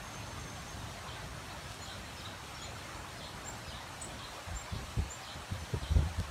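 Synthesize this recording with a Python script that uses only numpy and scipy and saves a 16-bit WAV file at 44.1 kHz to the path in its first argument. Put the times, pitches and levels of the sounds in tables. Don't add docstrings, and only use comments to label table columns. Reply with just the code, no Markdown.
import sys
import numpy as np
from scipy import signal
from scipy.fft import rfft, irfft, next_fast_len
from scipy.io import wavfile
from scipy.ndimage import uniform_filter1d, map_coordinates

SR = 44100
rng = np.random.default_rng(int(sys.argv[2]) if len(sys.argv) > 2 else 0)


def put_to_file(sound):
    columns = np.atleast_2d(sound).T
    safe = np.clip(columns, -1, 1)
    whole_steps = np.round(safe * 32767)
    wavfile.write(sys.argv[1], SR, whole_steps.astype(np.int16))


def undo_db(level):
    steps = np.asarray(level, float) / 20
    return 10 ** steps


N = 277830
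TIME = np.arange(N) / SR


def unit(x):
    return x / np.sqrt(np.mean(x ** 2) + 1e-20)


def wobble(rate, size=N):
    knots = rng.standard_normal(int(size * rate / SR) + 4)
    return map_coordinates(knots, [TIME[:size] * rate])


def coloured(x, spectrum):
    m = next_fast_len(N + 8192)
    hz, db = np.transpose(spectrum)
    bins = np.fft.rfftfreq(m, 1 / SR)
    level = np.interp(np.log(bins + 1), np.log(hz + 1), db, -120, -120)
    return unit(irfft(rfft(x, m) * undo_db(level), m)[:N])


def smooth_field(shape, bins, frames):
    field = uniform_filter1d(rng.standard_normal(shape), size=bins, axis=0)
    return unit(uniform_filter1d(field, size=frames, axis=1))


def rush(spectrum, patchy_db, speckle_db=0):
    z = signal.stft(rng.standard_normal(N), nperseg=1024)[2]
    patches = patchy_db * smooth_field(z.shape, 12, 6)
    speckle = speckle_db * smooth_field(z.shape, 2, 3)
    noise = signal.istft(z * undo_db(patches + speckle), nperseg=1024)[1][:N]
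    return coloured(noise, spectrum)


def evened(x, share):
    return unit(x / (np.abs(signal.hilbert(x)) + .25) ** share)


def bumps(rows):
    s, length, db = np.transpose(list(rows))[:, :, None]
    coarse = TIME[::16]
    power = np.sum(undo_db(2 * db) * np.exp(-((coarse - s) / length) ** 2), axis=0)
    return np.interp(TIME, coarse, np.sqrt(power))


# (time [s], rumble level [dB])
GUSTS = [(0, -52.5), (.5, -48.5), (1.1, -51.5), (2, -49.5), (2.45, -51.5), (3.2, -49.5), (3.55, -50.5),
         (3.74, -52), (3.81, -57), (3.88, -52), (4.05, -50), (4.45, -57), (4.9, -55), (5.26, -57.5),
         (5.5, -51.5), (6.3, -56)]
# (frequency [Hz], level [dB per Hz])
RUMBLE_SPECTRUM = [(13, -49), (22, -28), (53, 0), (75, -0.5), (118, 0), (146, -4), (345, -14), (450, -18),
                   (580, -38), (990, -120)]
# (frequency [Hz], level [dB per Hz])
CANOPY_SPECTRUM = [(180, -27), (300, -3.5), (344, -5.5), (451, -6.5), (530, -1), (695, 0.5), (1130, 0),
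                   (2600, -7.5), (3380, -23), (5720, -120)]
# (frequency [Hz], level [dB per Hz])
LEAVES_SPECTRUM = [(1500, -120), (2200, -13), (3000, -2), (4300, -3), (4700, -5), (4900, -11.5), (5150, -5),
                   (7000, -8), (9000, -10.5), (9900, -12.5), (10400, -19.5), (11100, -16), (13000, -20),
                   (15700, -26)]
# (time [s], length [s], level [dB])
BRANCH_SHAKES = [
    (1.725, .028, -52),
    (0.267, .012, -62),
    (2.0, .02, -68),
    (6.19, .04, -63),
]


def wind():
    gust_db = np.interp(TIME, *np.transpose(GUSTS))
    swing_db = gust_db - gust_db.mean()
    rumble_db = gust_db + 1.5 + 1.3 * wobble(4.99) + 1.2 * wobble(16)
    rumble = undo_db(rumble_db) * rush(RUMBLE_SPECTRUM, patchy_db=0.65)

    canopy_db = -48.5 - .05 * swing_db + 0.42 * wobble(5.96)
    canopy = undo_db(canopy_db) * rush(CANOPY_SPECTRUM, patchy_db=0.55, speckle_db=2.5)
    low_pass = signal.butter(3, 413, fs=SR, output="sos")
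    low = signal.sosfiltfilt(low_pass, canopy)
    canopy = canopy + (undo_db(.35 * swing_db) - 1) * low

    leaves_db = -63 + 0.02 * swing_db
    hiss_db = leaves_db + 10 + 0.35 * wobble(9)
    hiss = undo_db(hiss_db) * rush(LEAVES_SPECTRUM, patchy_db=0.63, speckle_db=2.5)
    touches = rng.random(N) < 700 / SR
    ticks = rng.standard_normal(N) * touches * undo_db(2.4 * rng.exponential(size=N))
    ticks = coloured(ticks, LEAVES_SPECTRUM) * (undo_db(leaves_db - 6.5) + bumps(BRANCH_SHAKES))
    return rumble + canopy + hiss + ticks


# (centre [s], rocking [Hz], thump level [dB], flutter over thump [dB])
PORT_EDDIES = [(4.487, 89.5, -39.5, -19), (4.520, 95, -39, -22), (4.550, 59.6, -37, -33),
               (4.732, 75.35, -34.5, -13), (4.759, 120.1, -34.5, -9), (4.796, 72.4, -36, -14),
               (4.830, 66.1, -36.5, -12), (4.979, 110.6, -32.5, -6), (4.996, 79.9, -27.5, -17.5),
               (5.020, 69.4, -37, -13), (5.051, 62.3, -41, -9), (5.365, 85, -40, -9), (5.40, 70, -45, -12),
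               (5.525, 84.4, -30, -16), (5.557, 104.9, -40, -13), (5.630, 78.2, -41, -11),
               (5.743, 111.3, -32.5, 1), (5.768, 70.2, -33.5, -15), (5.830, 75.7, -39, -7.5),
               (5.92, 71.94, -27, -16), (5.967, 85, -24, -8.5), (5.995, 73.2, -25, -12.5),
               (6.027, 70.7, -30, -11.5), (6.067, 85.44, -32, -23), (6.199, 75, -26, -15)]
# (frequency [Hz], level [dB per Hz])
THUMP_SPECTRUM = [(15, -60), (30, -21), (50, 1), (72, 2), (110, -12.5), (170, -15.5), (260, -39),
                  (500, -70)]
# (frequency [Hz], level [dB per Hz])
FLUTTER_SPECTRUM = [(60, -40), (140, 2), (250, -3.5), (450, -10.5), (800, -21.5), (1300, -56)]
# (frequency [Hz], level [dB per Hz])
SNAP_SPECTRUM = [(150, -30), (350, -2), (700, -5), (1100, -18), (1600, -60)]


def buffeting():
    s, hz, thump_db, flutter_db = np.transpose(PORT_EDDIES)
    length = 0.88 / hz
    phase = 2 * np.pi * np.cumsum(np.interp(TIME, s, hz) * (1 + 0.1198 * wobble(60))) / SR
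    rocking = np.sin(phase) + 0.26 * np.sin(2 * phase + wobble(25))
    rocking = unit(rocking + 0.51 * rush(THUMP_SPECTRUM, patchy_db=1))
    wake_lag_s, wake_s, wake_db = 0.055, 0.04, -17.5
    wake = [(t + wake_lag_s, wake_s, db + wake_db) for t, db in zip(s, thump_db)]
    thump = bumps([*zip(s, length, thump_db), *wake]) * rocking

    flutter = evened(rush(FLUTTER_SPECTRUM, patchy_db=1.0), share=0.66)
    flutter *= bumps(zip(s, 0.77 * length, thump_db + flutter_db))
    snap_s, snap_db = 0.006, thump_db - 12 + 2.2 * flutter_db
    snap = evened(rush(SNAP_SPECTRUM, patchy_db=0), share=.6)
    snap *= bumps((t, snap_s, db) for t, db in zip(s, snap_db))
    low_cut = signal.butter(2, 35, "high", fs=SR, output="sos")
    return signal.sosfilt(low_cut, thump + flutter + snap)


def add(out, s, knots, hz, db, overtone_db, waver, twinkle_db, wet_db, t60):
    t, lag = TIME[:int(knots[-1] * SR)], TIME[:SR // 3]
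    drift = wobble(251.5, size=len(lag))[:len(t)]
    fading = wobble(129.5, size=len(lag))[:len(t)]
    phase = 2 * np.pi * np.cumsum(np.interp(t, knots, hz) * (1 + waver * drift)) / SR
    level = np.sqrt(2) * undo_db(np.interp(t, knots, db)) * unit(undo_db(twinkle_db * fading))
    level *= np.minimum(1, np.minimum(t, t[::-1]) / 0.0028)
    note = level * (np.sin(phase) + undo_db(overtone_db) * np.sin(2 * phase))
    struck = (rng.random(len(lag)) < 900 / SR) * (lag > .003)
    trunks = rng.standard_normal(len(lag)) * struck * undo_db(-60 * lag / t60)
    echo = signal.fftconvolve(note, trunks)
    heard = undo_db(wet_db) * echo * np.linalg.norm(note) / np.linalg.norm(echo)
    heard[:len(t)] += note
    start = round(s * SR)
    out[start:][:len(heard)] += heard[:N - start]


# (time [s], length [s], top [Hz], end [Hz], level [dB])
NEAR_WHISTLES = [
    (1.813, 0.043, 7000, 7100, -53.5),
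    (2.613, 0.042, 6930, 7200, -50.5),
    (3.447, 0.06, 7384, 7340, -44.5),
    (4.003, .03, 7100, 7050, -53),
    (4.011, .052, 8130, 7540, -46.5),
    (4.543, .062, 7330, 7420, -48),
    (5.092, .058, 7200, 7480, -47.5),
]
# (time [s], length [s], start [Hz], end [Hz], level [dB])
PIPING_NOTES = [
    (1.794, .145, 4310, 4090, -58.5),
]


def near_birds():
    out = np.zeros(N)
    scoop = 0.0545
    for s, length, top, end, db in NEAR_WHISTLES:
        climb = .22 if end < top / 1.04 else .42
        knots = length * np.array([0, .37 * climb, climb, .75, 1])
        pitch = [top * (1 - scoop), top * (1 - 0.43 * scoop), top, .6 * top + .4 * end, end]
        add(out, s, knots, pitch, db + np.array([-9, -4.5, 2.0, -2.5, -6]),
            overtone_db=-22, waver=0.0032, twinkle_db=3.0, wet_db=-3.0, t60=0.24)
    for s, length, start, end, db in PIPING_NOTES:
        knots = length * np.array([0, .2, .45, 1])
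        pitch = [start, .72 * start + .28 * end, end, end]
        add(out, s, knots, pitch, db + np.array([-5, 1.5, -2.0, -1.5]),
            overtone_db=-30, waver=.005, twinkle_db=5.0, wet_db=-5, t60=0.25)
    return out


# (start of the fall [s], level [dB], opening note [Hz], opening over the rest [dB], lowest [Hz])
FAR_CHIRPS = [(1.078, -54.5, 5040, -11, 2965), (1.853, -52.5, 5010, -12, 3100),
              (2.197, -53.5, 5150, -3, 2990), (2.579, -54, 5480, -1.5, 3150),
              (3.190, -53.5, 5060, -8, 3200), (3.690, -53, 5010, -6, 2950), (4.185, -54, 4890, -12, 3130),
              (4.693, -58, 5130, -8, 3255), (5.243, -52, 5020, -8, 3060), (5.824, -55, 4890, -10, 3040)]


def far_bird():
    out = np.zeros(N)
    fall_s, dwell_s, rise_s, close_s = .012, .027, .021, .018
    dwell_db, close_db = -2.5, -9
    for s, db, first, open_db, low in FAR_CHIRPS:
        held = .042 + .0025 * open_db
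        knots = np.cumsum([0, held, .5 * fall_s, .5 * fall_s, dwell_s, rise_s, close_s])
        pitch = [first, first, .5 * (first + low), 1.08 * low, low, 1.35 * low, 1.07 * low]
        level_db = db + np.array([open_db, open_db, 3.5, dwell_db, dwell_db, 1.5, close_db])
        add(out, s - held, knots, pitch, level_db,
            overtone_db=-40, waver=.013, twinkle_db=2.5, wet_db=2.5, t60=.3)
    return out


# (time [s], level [dB])
TRILL_NOTES = [
    (.027, -56.5),
    (.128, -53.5),
    (.262, -56.5),
    (.369, -56.5),
    (.468, -56.5),
    (.555, -62),
    (.665, -56.5),
    (.77, -70),
]


def trill():
    out = np.zeros(N)
    for s, db in TRILL_NOTES:
        pitch = 6410 - 260 * s ** 2
        scoop = 50 + 290 * s
        add(out, s, .05 * np.array([0, .5, 1]), [pitch - scoop, pitch, pitch - 0.35 * scoop],
            db + np.array([-4.5, -1.5, -5]),
            overtone_db=-40, waver=0.011, twinkle_db=4.2, wet_db=2.0, t60=0.38)
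    return out


def scene():
    mono = wind() + buffeting() + near_birds() + far_bird() + trill()
    return np.tile(mono, (2, 1))


def band_limit(x):
    return signal.sosfilt(signal.butter(12, 15730, fs=SR, output="sos"), x)


def record(dry):
    hz, t, z = signal.stft(dry[0], SR, nperseg=1024)
    band = (hz / 1400).astype(int)
    frame = np.arange(len(t)) // 2
    chance = rng.random((band[-1] + 1, frame[-1] + 1)) < .012
    filled = chance[band][:, frame] & (hz > 4200)[:, None]
    random_phase = np.exp(2j * np.pi * rng.random(z.shape))
    side = signal.istft(undo_db(-6.0) * filled * z * random_phase, SR, nperseg=1024)[1][:N]
    return band_limit(dry + [side, -side])


dry = scene()
out = record(dry)
put_to_file(out)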